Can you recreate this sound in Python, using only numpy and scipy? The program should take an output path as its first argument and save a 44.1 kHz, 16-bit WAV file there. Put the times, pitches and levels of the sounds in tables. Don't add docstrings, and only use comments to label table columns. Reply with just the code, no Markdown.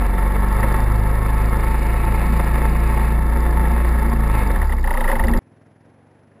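import sys
import numpy as np
from scipy import signal
from scipy.fft import rfft, irfft, next_fast_len
from scipy.io import wavfile
from scipy.ndimage import uniform_filter1d, map_coordinates

SR = 44100
rng = np.random.default_rng(int(sys.argv[2]) if len(sys.argv) > 2 else 0)


def natural_amplitude(level_db):
    exponent = np.asarray(level_db, float) / 20
    return 10 ** exponent


def waveform_to_disk(signal):
    frames = np.transpose(np.atleast_2d(signal))
    scaled = np.clip(frames, -1, 1) * 32767
    samples = np.round(scaled).astype(np.int16)
    wavfile.write(sys.argv[1], SR, samples)


N = 282240
T = np.arange(N) / SR
CHANGE_S = 5.39177
IDLE_HZ = 20


def unit(x):
    return x / np.sqrt(np.mean(x ** 2) + 1e-20)


def along(points, hz):
    f, db = np.transpose(points)
    return natural_amplitude(np.interp(np.log(hz + 1), np.log(f + 1), db))


def curve(rows, s=T):
    return np.interp(s, *np.transpose(rows))


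def wobble(rate_hz):
    knots = rng.standard_normal(int(N * rate_hz / SR) + 4)
    return map_coordinates(knots, [T * rate_hz])


def filtered(x, response):
    m = next_fast_len(N + SR // 2)
    return irfft(rfft(x, m) * response(np.fft.rfftfreq(m, 1 / SR)), m)[..., :N]


def resonances(modes):
    def response(f):
        return sum((-1) ** k * natural_amplitude(db) * 1j * f * w / (c * c - f * f + 1j * f * w)
                   for k, (c, w, db) in enumerate(modes))
    return response


def noise():
    return rng.standard_normal(N)


def hiss(spectrum):
    return unit(filtered(noise(), lambda hz: along(spectrum, hz)))


def bursts(rows, rise_s, t60_s):
    swell, t = np.zeros(N + SR), np.arange(SR // 20) / SR
    for s, db in rows:
        swell[round(s * SR):][:len(t)] += natural_amplitude(db - 60 * t / t60_s) * (1 - np.exp(-t / rise_s))
    return swell[:N]


def whine():
    return np.sin(2 * np.pi * 10519.5 * T) * (1 - .9 * (T * 59.94 % 1 < .1))


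# f/Hz, level/dB per Hz
CREEK = [(100, -30), (200, -2.5), (320, -3), (560, -6), (900, -12), (1200, -18.5), (1800, -19.5),
         (4500, -39.5), (8000, -46), (12700, -55)]


def creek():
    return hiss(CREEK) * natural_amplitude(0.9 * wobble(15))


# f/Hz, level/dB per Hz
PUFF = [(200, -20), (500, -8), (1800, 1), (2600, -11), (4000, -20), (5500, -16), (8000, -29)]


def puffs(turns):
    breath = np.exp((np.cos(2 * np.pi * (turns - .1)) - 1) / (2 * np.pi * .14) ** 2)
    return hiss(PUFF) * breath * natural_amplitude(2 * wobble(20))


# f/Hz, level/dB
EXHAUST = [(30, -34), (60, -18), (85, -1), (105, -1.5), (150, -2), (190, -12), (260, -7.5), (400, -28),
           (900, -25), (2500, -120)]


def exhaust(turns):
    fire = np.diff(np.floor(turns), prepend=0) * natural_amplitude(.7 * wobble(25))

    def pulse(hz):
        cepstrum = irfft(np.log(along(EXHAUST, hz) + 1e-6))
        k = np.arange(len(cepstrum))
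        folded = cepstrum * np.where(k < len(k) // 2, 2, 0)
        causal = np.exp(rfft(folded) - cepstrum[0])
        echo = 1 + .6 * np.exp(-2j * np.pi * hz * .019)
        return causal * echo * (hz > 25)

    pulses = -filtered(fire, pulse)
    return pulses / np.std(pulses[T > CHANGE_S])


# t/s, firing rate/Hz
FAR_SPEED = [(5.43, 20.56), (5.6, 20.59), (5.75, 20.63), (5.9, 22.98), (6.05, 23.76), (6.2, 24.2),
             (6.39, 25.06)]
EXHAUST_DB, PUFF_DB, WATER_DB, WHINE_DB = -53, -63.5, -57, -77
DROWNED_DB_PER_HZ, LOUDER_DB_PER_HZ = .7, .37


def from_bank():
    rate_hz = curve(FAR_SPEED)
    turns = np.cumsum(rate_hz * (T > CHANGE_S)) / SR + .42
    above_hz = rate_hz - IDLE_HZ
    pipe = natural_amplitude(EXHAUST_DB) * exhaust(turns) + natural_amplitude(PUFF_DB) * puffs(turns)
    sound = natural_amplitude(-DROWNED_DB_PER_HZ * above_hz) * pipe
    sound += natural_amplitude(WATER_DB + LOUDER_DB_PER_HZ * above_hz) * creek()
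    return filtered(sound + natural_amplitude(WHINE_DB) * whine(), lambda hz: hz < 12750)


# t/s, level/dB
SHAKE = [(0, -30), (.5, -27.5), (.76, -26), (.85, -29), (1.4, -30), (2.41, -29), (2.62, -29.5), (2.72, -30),
         (3.07, -28.5), (3.16, -32), (3.45, -29.5), (4.27, -30), (4.39, -27), (4.57, -30.5), (4.8, -39),
         (5.12, -31), (5.25, -34), (5.39, -31.5)]
CALM_DB = -29.5


def shaking_db(s):
    return curve(SHAKE, s) - CALM_DB


def engine_beat(turns):
    once, four = np.cos(2 * np.pi * (turns - .95)), np.cos(8 * np.pi * turns)
    return natural_amplitude(1.8 * once + .8 * four + .6 * wobble(30))


# f/Hz, level/dB per Hz
HOUSING = [(1800, -6), (3000, -1), (3350, -45), (3650, 4), (4000, 4.5), (4300, 0), (5000, -1), (6000, -35),
           (8000, -120)]


def housing_hiss(beat):
    return hiss(HOUSING) * beat


# f/Hz, level/dB per Hz
SLOSH = [(50, 1), (80, -8.5), (120, -10), (180, -4), (195, -7), (212, -10), (235, 4), (265, -19.5),
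         (330, -6), (600, -22.5), (900, -19.5), (1500, -80)]
SLOSH_DB, SLOSH_FOLLOWS = -30.5, 0.22
LABOUR_HZ, LABOUR_DB_PER_HZ, LABOUR_TOP_DB = 14.3, 3, 10


def slosh(rate_hz):
    level_db = SLOSH_DB + SLOSH_FOLLOWS * shaking_db(T) + 0.61 * wobble(4.14)
    level_db += np.clip(LABOUR_DB_PER_HZ * (LABOUR_HZ - rate_hz), 0, LABOUR_TOP_DB)
    return natural_amplitude(level_db) * unit(hiss(SLOSH) * natural_amplitude(1.1 * wobble(14)))


# t/s, length/s, spray level/dB
WADES = [
    (0, .05, -42),
    (.5, 0.17, -47),
    (1.3, 0.18, -40),
    (1.651, 0.93, -35.5),
    (2.675, 0.43, -36.5),
    (3.72, .15, -40),
    (4.342, 0.066, -32.5),
    (5.074, .06, -42),
]
DRIP_DB, SPRAY_RISE_S, SPRAY_FALL_S = -54, .14, .07


def wading():
    gain = natural_amplitude(DRIP_DB)
    for s, length_s, db in WADES:
        rise = (T - s) / SPRAY_RISE_S + 1
        fall = (s + length_s - T) / SPRAY_FALL_S + 1
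        gain = gain + natural_amplitude(db) * np.clip(np.minimum(rise, fall), 0, 1) ** 2
    return gain


# f/Hz, width/Hz, level/dB
SPRAY = [(2202, 320, -0.5), (2576, 36, 1.5), (2784, 115, -6)]


def spray(beat):
    mudguards = unit(filtered(noise() * beat ** 1.5, lambda hz: resonances(SPRAY)(hz) ** 2))
    return natural_amplitude(-6.5) * wading() * (mudguards + natural_amplitude(-13.5) * housing_hiss(beat))


# f/Hz, width/Hz, level/dB
RACK = [(355, 138, -6.5), (551, 74, -4), (708.7, 23.5, -3), (885.8, 29.7, 4), (1089, 65.5, -3),
        (1314, 77, -5.5), (1696, 102, -7.5), (1876, 117, -8), (2172, 149, -12), (2650, 19, -30),
        (2647, 20, -17), (3590, 78, -24)]


def rack_chatter(turns, beat):
    shaken = np.diff(np.floor(8 * turns + .35 * wobble(120)), prepend=0).clip(0, 1)
    taps = shaken * natural_amplitude(4.8 * noise()) * np.sign(noise())
    drive = (0.66 * unit(taps) + noise()) * beat
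    return natural_amplitude(CALM_DB + shaking_db(T) + 1.05) * unit(filtered(drive, resonances(RACK)))


# t/s, length/s, from f/Hz, to f/Hz, level/dB
SQUEAKS = [
    (4.48, .12, 3600, 3650, -55),
    (5.28, .05, 3500, 3380, -55),
    (5.345, .045, 3420, 3320, -57),
]


def belt():
    out = np.zeros(N)
    for s, length_s, from_hz, to_hz, db in SQUEAKS:
        u = np.clip((T - s) / length_s, 0, 1)
        pitch_hz = from_hz + (to_hz - from_hz) * u + 60 * wobble(150)
        tone = np.sin(2 * np.pi * np.cumsum(pitch_hz) / SR)
        out += natural_amplitude(db + 6.5 * wobble(70)) * np.sin(np.pi * u) ** .5 * tone
    return out


# f/Hz, width/Hz, level/dB
HEAD = [(3620, 200, -4), (4800, 460, 2.5)]


def head(hz):
    return resonances(HEAD)(hz) * along([(5200, 1.5), (6000, -3)], hz)


# share of cycle, peak/dB
TAPPETS = [
    (.2, -41.5),
    (.42, -43.5),
    (.72, -40.5),
    (.95, -47.5),
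]
# t/s, peak/dB
PEBBLES = [
    (1.7085, -45),
    (1.932, -40.5),
    (2.324, -35.5),
    (2.365, -38.5),
    (2.5366, -41),
]
LOOSER_DB_PER_HZ = .7


def tappets(turns, rate_hz):
    share, db = np.transpose(TAPPETS)
    cycle = np.arange(np.ceil(turns[-1]))[:, None]
    jitter, spread = rng.standard_normal((2, len(cycle), len(share)))
    s = np.interp(cycle + share + .02 * jitter, turns, T).ravel()
    below_hz = IDLE_HZ - np.interp(s, T, rate_hz)
    peak_db = (db + 2 * spread).ravel() + LOOSER_DB_PER_HZ * (below_hz - 6)
    taps = np.transpose([s, peak_db])[(below_hz > 0) & (s < CHANGE_S)]
    return filtered(3.5 * bursts([*taps, *PEBBLES], rise_s=.0005, t60_s=.022) * noise(), head)


# share of cycle, level/dB
VALVES = [
    (0.202, 16.5),
    (.42, -25),
    (.64, 6.5),
    (0.881, -1),
    (0.942, -7.5),
]
TICK_DB, TICK_FOLLOWS = -53.7, 0.66


def valves(turns, rate_hz, beat):
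    seats = 0
    for share, db in VALVES:
        since_s = (turns - share + .01 * wobble(15)) % 1 / rate_hz
        seats = seats + natural_amplitude(db + 2 * wobble(20) - 60 * since_s / .022)
    ticks = unit(filtered(seats * noise(), head)) * (rate_hz > IDLE_HZ)
    return natural_amplitude(TICK_DB + TICK_FOLLOWS * shaking_db(T)) * unit(.9 * ticks + housing_hiss(beat))


# t/s, peak/dB, f/Hz
BUMPS = [
    (5.205, -12, 42),
    (5.244, -14, 40),
    (5.321, -10, 40),
    (5.357, -10.5, 43),
]


def jolts():
    swing, t = np.zeros(N + SR), np.arange(SR // 5) / SR
    for s, db, hz in BUMPS:
        swing[round(s * SR):][:len(t)] = natural_amplitude(db - 60 * t / 0.74) * np.sin(2 * np.pi * hz * t)
    return filtered(swing[:N], lambda hz: (hz > 15) / (1 + (hz / 110) ** 4))


# t/s, peak/dB
KNOCKS = [(0.4988, -38), (0.631, -19.5), (3.6541, -26), (4.56, -23.5), (4.6174, -22), (4.6952, -26.5),
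          (4.7232, -21.5), (4.784, -30.5), (5.088, -23), (5.098, -23), (5.3368, -20)]
TRAIN_S, SLAP_GAP_S, SLOWING_S, SLAPS = 4.8424, .0322, .0000315, 13
SLAP_DB, SLAP_FOLLOWS = -17.5, .4


def slaps():
    k = np.arange(SLAPS)
    s = TRAIN_S + SLAP_GAP_S * k + SLOWING_S * k ** 3
    db = SLAP_DB + SLAP_FOLLOWS * shaking_db(s) + rng.standard_normal(SLAPS)
    return np.concatenate([KNOCKS, np.transpose([s, db])]).T


# f/Hz, width/Hz, level/dB
CASE = [(1870, 460, -1.5), (2220, 910, -4.5), (2600, 640, -4), (3780, 170, -15)]
# f/Hz, width/Hz, level/dB
BODY = [(533, 28, 5), (896, 102, 4), (1320, 400, -9)]


def clutch():
    s, db = slaps()
    slack = bursts(zip(s - .002, 0 * db), rise_s=.0001, t60_s=.036)
    pitch_hz = 2280 - 650 * slack + 60 * wobble(250)
    grit = np.cos(2 * np.pi * np.cumsum(pitch_hz) / SR) + .65 * noise()
    ring = bursts(zip(s - .002, db), rise_s=.002, t60_s=.023) * grit
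    scrape = bursts(zip(s, db - 11.5), rise_s=.0031, t60_s=.06) * noise()
    thud = bursts(zip(s, db + 3), rise_s=.005, t60_s=.09) * noise()
    case, panels = filtered(ring + scrape, resonances(CASE)), filtered(thud, resonances(BODY))
    return natural_amplitude(16) * case + natural_amplitude(15) * panels


# firing rate/Hz, level/dB
FIRST = [(16, -62), (18.4, -42), (22.7, -33), (24, -28), (26, -23), (28, -23), (29, -25.5)]
SECOND = [(11.4, -30), (12.7, -18), (13.4, -16), (16, -18.5), (22.7, -16), (25, -17), (27.4, -17.5),
          (29, -15.5)]
FOURTH = [(13.6, -34), (15.2, -21), (18.4, -23), (22.7, -40), (25.8, -26), (27.6, -27), (28.05, -32),
          (29, -41)]
FIFTH = [(13, -44), (16.4, -48), (22, -41), (25.8, -31), (27.2, -34), (28, -31.5), (29, -33)]
CANCEL_HZ, CANCEL_WIDTH_HZ = 27, .3


def low_orders(angle, rate_hz):
    first_phase = np.interp(rate_hz, [23, 26, 29], [1.8, .5, -.2])
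    fourth_phase = np.interp(rate_hz, [15, 18, 25, 29], [.4, .9, 4, 3])
    cancel = np.tanh(abs(rate_hz - CANCEL_HZ) / CANCEL_WIDTH_HZ)
    low = along(FIRST, rate_hz) * np.cos(angle + first_phase)
    low += along(SECOND, rate_hz) * natural_amplitude(.8 * wobble(20)) * np.cos(2 * angle)
    low += along(FOURTH, rate_hz) * cancel * natural_amplitude(1.5 * wobble(10)) * np.cos(4 * angle + fourth_phase)
    low += along(FIFTH, rate_hz) * natural_amplitude(1.5 * wobble(10)) * np.cos(5 * angle - 2.3)
    return low


# multiple of firing rate, level/dB
UPPER = [(3, -43.5), (6, -36.5), (7, -51), (8, -42), (10, -42), (12, -43)]
# f/Hz, width/Hz, level/dB
FRAME = [(63.8, 13.5, 18.5), (196, 14.5, 11.5), (226.4, 6.4, 4), (372, 38, -3)]
# firing rate/Hz, level/dB
OFF_LOAD = [(17, -6.5), (22, 0)]


def upper_orders(angle, rate_hz):
    high = np.zeros(N)
    for k, order_db in UPPER:
        lift = 0.72 + sum(natural_amplitude(db) / (1 + (2 * (k * rate_hz - c) / w) ** 2) for c, w, db in FRAME)
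        phase = rng.uniform(0, 6) + .6 * wobble(7)
        high += natural_amplitude(order_db + 3.5 * wobble(7)) * lift * np.cos(k * angle + phase)
    return along(OFF_LOAD, rate_hz) * high


def engine_orders(turns, rate_hz):
    angle = 2 * np.pi * turns
    return np.sqrt(2) * (low_orders(angle, rate_hz) + upper_orders(angle, rate_hz))


# t/s, firing rate/Hz
SPEED = [(0, 22.71), (0.3, 23.68), (0.6, 25.29), (1, 25.83), (1.4, 26.33), (2.2, 27.77), (2.6, 28.05),
         (3, 28.08), (3.4, 28.63), (3.8, 29.06), (4.05, 28.54), (4.25, 27.71), (4.5, 23.66), (4.6, 18.36),
         (4.7, 16.35), (5, 13.82), (5.15, 13.2), (5.39, 9)]


def on_board():
    rate_hz = curve(SPEED)
    turns = np.cumsum(rate_hz) / SR - .26
    beat = engine_beat(turns)
    water = slosh(rate_hz) + spray(beat)
    loose = rack_chatter(turns, beat) + belt() + jolts() + clutch()
    ticking = tappets(turns, rate_hz) + valves(turns, rate_hz, beat)
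    return water + loose + ticking + engine_orders(turns + 0.016 * wobble(18), rate_hz)


def held(x):
    slow = signal.resample_poly(x, 40, 147)
    return signal.resample_poly(np.repeat(slow, 4), 147, 160)[:N]


# f/Hz, level/dB per Hz
APART = [(24, -32), (40, 11), (206, 3), (784, -8.5), (910, -21), (1200, -22.5), (3930, -19.5), (5990, -33),
         (7870, -28), (13900, -46), (15000, -43)]
# f/Hz, level/dB per Hz
PORTS = [(880, -50), (1500, -20), (2910, -7), (4440, -5), (6090, -5.5), (9370, -9), (14000, -19)]


def scene():
    on_rack = T < CHANGE_S
    mid = np.where(on_rack, held(on_board()), from_bank())
    parting = uniform_filter1d(1. * (wobble(30) > .55), size=400)
    side = np.where(on_rack, natural_amplitude(-41.5) * (0.046 + parting) * hiss(APART), natural_amplitude(-92) * hiss(PORTS))
    return np.array([mid + side, mid - side])


def low_pass(x):
    return signal.sosfilt(signal.butter(12, 15570, fs=SR, output="sos"), x)


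def record(dry):
    limited = filtered(dry, lambda hz: along([(15300, 0), (15800, -40)], hz))
    return low_pass(limited)


dry = scene()
out = record(dry)
waveform_to_disk(out)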